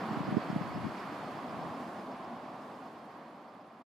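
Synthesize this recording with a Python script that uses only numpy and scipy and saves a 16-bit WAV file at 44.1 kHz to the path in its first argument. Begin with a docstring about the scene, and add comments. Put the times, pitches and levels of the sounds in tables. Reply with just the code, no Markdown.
"""City traffic heard from a bridge over a river: engine rumble, tyre roar and a hiss that recedes.
Each is a wash of noise with its own tone and a slight flicker. Mostly in the first second, wind
buffets the two microphone ports (openings) with low rumbles and thuds. A tiny motor in the camera
whirs faintly in pulses. The whole sound fades from halfway on and then stops."""
import sys
import numpy as np
from scipy import signal
from scipy.fft import rfft, irfft
from scipy.io import wavfile

SR = 44100
rng = np.random.default_rng(int(sys.argv[2]) if len(sys.argv) > 2 else 0)


def dump(signal):
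    """Clip the signal to [-1, 1] and save it as 16-bit WAV at the path in sys.argv[1]."""
    limited = np.clip(np.atleast_2d(signal).T, -1, 1)
    pcm = np.round(limited * 32767).astype(np.int16)
    wavfile.write(sys.argv[1], SR, pcm)


N = 176400
TIME = np.arange(N) / SR
FREQS = np.maximum(np.arange(N // 2 + 1) * SR / N, 1)


def from_db(db):
    """Turn decibels into a number to multiply by."""
    return 10 ** (np.asarray(db) / 20)


def rms_one(x):
    """Scale a signal so that its average power is 1."""
    return x / np.sqrt(np.mean(x ** 2) + 1e-20)


def gain_over_time(rows):
    """Join rows of seconds and dB into one gain curve for each dB column."""
    seconds, *columns = np.transpose(rows)
    return from_db([np.interp(TIME, seconds, db) for db in columns])


def db_over_hz(rows):
    """Join rows of Hz and dB into a dB value for every frequency."""
    hz, db = np.transpose(rows)
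    return np.interp(np.log(FREQS), np.log(hz), db)


def colour(tone):
    """Gain at every frequency, falling away beyond the ends of the table."""
    skirts = np.minimum(FREQS / tone[0][0], 1) * np.minimum(tone[-1][0] / FREQS, 1)
    return from_db(db_over_hz(tone)) * skirts ** 2


def white():
    """The spectrum of fresh white noise."""
    return rfft(rng.standard_normal(N))


def drift(rate_hz):
    """A slow random wobble, about 1 in size."""
    return rms_one(irfft(white() / (1 + (FREQS / rate_hz) ** 2), N))


def narrow_tones(rows, width_hz):
    """Wavering tones: noise kept only close to each pitch."""
    tones = 0
    for hz, db in rows:
        spectrum = white() / (1 + ((FREQS - hz) / width_hz) ** 2)
        tones = tones + from_db(db) * rms_one(irfft(spectrum, N))
    return tones


def pulses(first_s, period_s, sharpness):
    """Regular swells of height 1."""
    return np.exp(sharpness * (np.cos(2 * np.pi * (TIME - first_s) / period_s) - 1))


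# The tones in the motor's four sounds. Each row: pitch in Hz, level in dB before pulsing and boost.
WHINE_TONES = [(4338, -85.5), (4571, -87.5)]
WHIRR_TONES = [(4767, -79.5), (4990, -79.5), (5135, -76.5), (5330, -79.5)]
TICK_TONES = [(9841, -83.5), (10019, -85.5)]
SIZZLE_TONES = [(12520, -91.5), (12810, -87), (13040, -90)]
# How those sounds grow and shrink, in pairs. Each row: time in seconds, boost in dB.
WHIRR_WHINE_BOOST = [(0, 5), (.7, 8.5), (1.3, 5), (2.2, 0), (3.0, 0), (3.8, 0)]
TICK_SIZZLE_BOOST = [(0, 4), (.7, 5.5), (1.3, 0.5), (2.2, -2), (3.0, 5), (3.8, 4)]

def camera_motor():
    """A tiny motor whines steadily, whirrs and ticks by turns eight times a second, and sizzles twice as fast."""
    period_s, width_hz = 0.1244, 41
    whirr = pulses(0.008, period_s, sharpness=2.5) * narrow_tones(WHIRR_TONES, width_hz)
    tick = pulses(0.065, period_s, sharpness=2.6) * narrow_tones(TICK_TONES, width_hz)
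    sizzle = pulses(0.005, period_s / 2, sharpness=1.4) * narrow_tones(SIZZLE_TONES, width_hz)
    whine = narrow_tones(WHINE_TONES, width_hz=3.6)
    lower = gain_over_time(WHIRR_WHINE_BOOST) * (whirr + whine)
    upper = gain_over_time(TICK_SIZZLE_BOOST) * (tick + sizzle)
    return lower + upper


# The wind's deep tone. Each row: frequency in Hz, relative strength in dB.
WIND_TONE = [(25, -28), (50, -41.5), (85, -4), (130, 3), (190, 4), (290, -6), (400, -15), (700, -16.5),
             (2000, -48.5)]
# The gusts. Each row: time in seconds, left level in dB, right level in dB.
GUST_LEVELS = [(0, -69, -56), (.14, -56, -52), (.24, -44, -44), (.29, -38.5, -45), (.38, -48.5, -40.5),
               (.42, -57.5, -54), (.55, -43, -42), (.70, -46.5, -44), (.77, -41.5, -50), (.86, -36, -48.5),
               (.96, -59, -70.5), (1.25, -54.5, -64.5), (1.42, -57.5, -63), (1.66, -47.5, -54),
               (1.8, -64, -96.5), (2.35, -81, -57), (2.7, -91, -83)]

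def wind():
    """Churning air makes a low, lumpy rumble, different at each microphone port."""
    lump_db, ports = 1.5, []
    for _ in range(2):
        rumble = irfft(white() * colour(WIND_TONE), N)
        lumps = from_db(lump_db * np.clip(drift(rate_hz=20), -2, 2))
        ports.append(rms_one(rumble * lumps))
    return gain_over_time(GUST_LEVELS) * np.array(ports)


# Eddies, small swirls of air that hit the ports.
# Each row: time in seconds, left peak in dB, right peak in dB, pitch in Hz.
EDDIES = [(.116, -35, -26.5, 170), (0.174, -42, -23.5, 180), (.208, -24.5, -31.5, 180),
          (.282, -35, -25.5, 280), (.289, -28, -24, 230), (0.317, -38, -30, 300),
          (0.327, -20.5, -33.5, 208), (0.347, -43, -21.5, 210), (0.3711, -27.5, -12.5, 235),
          (.380, -36.5, -20, 380), (0.502, -22, -29.5, 215), (0.531, -46.5, -24.5, 194),
          (0.564, -19.5, -20, 202), (0.614, -23, -41.5, 192), (.752, -30.5, -40, 197),
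          (.763, -33, -31.5, 168), (.780, -29, -39, 210), (0.845, -25.5, -31, 280),
          (0.868, -28.5, -39, 241)]

def wind_buffets():
    """Each eddy sucks briefly at the ports; each port rounds that off and swings at the eddy's pitch."""
    suction_width_s, crossing_s = 0.00044, 0.00077
    low_cut_hz, top_over_pitch, pitch_spread = 126, 1.76, 0.04
    out, span = np.zeros((2, N)), int(0.06 * SR)
    t = np.arange(span) / SR - 0.01
    suction = -np.exp(-0.5 * (t / suction_width_s) ** 2)
    for time_s, left_db, right_db, hz in EDDIES:
        passband = signal.butter(3, [low_cut_hz, top_over_pitch * hz], "band", fs=SR, output="sos")
        rounded = signal.sosfilt(passband, suction)
        for port, db in enumerate((left_db, right_db)):
            ring_hz = hz * np.exp(pitch_spread * rng.standard_normal())
            thud = signal.lfilter(*signal.iirpeak(ring_hz, Q=1.62, fs=SR), rounded)
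            arrival_s = time_s + crossing_s * (0.5 - port)   # the left port is reached later
            loudest_sample = abs(signal.hilbert(thud)).argmax()
            start = int(arrival_s * SR) - loudest_sample
            out[port, start:start + span] += from_db(db) * thud / abs(thud).max()
    return out


# How wide distant sound is. Each row: frequency in Hz, dB of the side noise over the shared noise.
STEREO_WIDTH = [(60, -5.5), (160, -33), (270, -45), (480, -24), (740, -16), (1220, -8.5), (2000, -7.5),
                (3300, -8), (6000, -4.5), (15000, -5.3)]
# Which way it leans. Each row: frequency in Hz, left level minus right level in dB.
STEREO_LEAN = [(200, -0.5), (700, 0.5), (1290, -3), (2380, -4), (4400, -2.5), (8100, 0.1)]

def far_noise(tone, levels, flicker_db=0.76):
    """Distant stereo noise, wider in the treble; its octaves flicker partly together, partly alone."""
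    sides = np.array([[1], [-1]])   # side noise is added on the left and taken away on the right
    ports = white() + sides * from_db(db_over_hz(STEREO_WIDTH)) * white()
    ports = ports * colour(tone) * from_db(sides * db_over_hz(STEREO_LEAN) / 2)
    octave = np.clip(np.log2(FREQS / 60), 0, 8)   # counted up from 60 Hz
    noise, together = 0, drift(rate_hz=4)
    for k in range(9):
        band = irfft(ports * np.maximum(1 - abs(octave - k), 0), N)
        flicker = 0.59 * together + 0.71 * drift(rate_hz=12)
        noise = noise + band * from_db(flicker_db * flicker)
    return gain_over_time(levels) * rms_one(noise)


# The background's tone. Each row: frequency in Hz, relative strength in dB.
BACKGROUND_TONE = [(2000, -4.5), (5000, 5.5), (8600, 1.5), (9700, 2), (11500, -1.5), (15000, -8.5)]
# How loud it is. Each row: time in seconds, level in dB before the fade.
BACKGROUND_LEVELS = [(0, -86), (1.0, -71), (1.76, -71.5), (1.81, -67.5), (1.86, -70), (2.3, -76.5),
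                     (2.7, -70.5), (3.1, -73), (3.8, -74.5)]

def background_hiss():
    """A thin, faint hiss lies behind the traffic."""
    return far_noise(BACKGROUND_TONE, BACKGROUND_LEVELS)


# The tone of each part of the traffic. Each row: frequency in Hz, relative strength in dB.
ENGINE_TONE = [(30, -37), (55, -35.5), (100, -16), (160, -6.5), (235, 0), (295, -1.04), (350, -6.5),
               (480, -13.5), (900, -34.5)]
TYRE_TONE = [(200, -34), (440, -10.5), (600, -2.5), (740, 0), (890, -6), (1080, -3.5), (1350, -15),
             (2000, -24), (4000, -32.5), (9000, -56.5)]
CAR_HISS_TONE = [(300, -1), (700, -3), (1080, 2.5), (1400, -4), (2000, -9.5), (2900, -16.5), (3500, -18.5),
                 (3850, -23.5), (4500, -20), (5800, -31), (8500, -35), (15000, -43.5)]
# How loud each part is. Each row: time in seconds, level in dB before the fade.
ENGINE_LEVELS = [(0, -40.5), (.7, -47), (1.0, -45.5), (1.2, -44.5), (1.4, -47), (1.6, -44.5), (2.2, -48),
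                 (3.8, -47)]
TYRE_LEVELS = [(0, -43), (.9, -46.5), (1.7, -43), (2.1, -45), (2.4, -44), (3.1, -45), (3.8, -43.3)]
CAR_HISS_LEVELS = [(0, -42.5), (.7, -44), (1.3, -46), (2.1, -52), (3.04, -50), (3.15, -48), (3.3, -49),
                   (3.8, -50.5)]

def traffic():
    """Far-off engines rumble and tyres roar, while the hiss of nearer cars recedes."""
    engines = far_noise(ENGINE_TONE, ENGINE_LEVELS, flicker_db=0.9)
    tyres = far_noise(TYRE_TONE, TYRE_LEVELS)
    car_hiss = far_noise(CAR_HISS_TONE, CAR_HISS_LEVELS)
    return engines + tyres + car_hiss


def scene():
    """Traffic and a thin hiss far off, wind and motor right at the microphone."""
    return traffic() + background_hiss() + wind() + wind_buffets() + camera_motor()


def record(dry):
    """A narrow treble band near 9 kHz is dulled; the sound fades, stops and loses its very top."""
    dip_hz, dip_depth, cutoff_hz = 9070, 0.89, 15300
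    fade_start_s, fade_db_per_s = 2.16, 7
    stop_s, stop_db_per_s = 3.82, 2200
    dipped = dry - dip_depth * signal.lfilter(*signal.iirpeak(dip_hz, Q=18, fs=SR), dry)
    fade_db = fade_db_per_s * np.maximum(TIME - fade_start_s, 0)
    stop_db = stop_db_per_s * np.maximum(TIME - stop_s, 0)
    top_cut = signal.ellip(12, 0.1, 80, cutoff_hz, fs=SR, output="sos")
    return signal.sosfilt(top_cut, dipped * from_db(-fade_db - stop_db))


dry = scene()
out = record(dry)
dump(out)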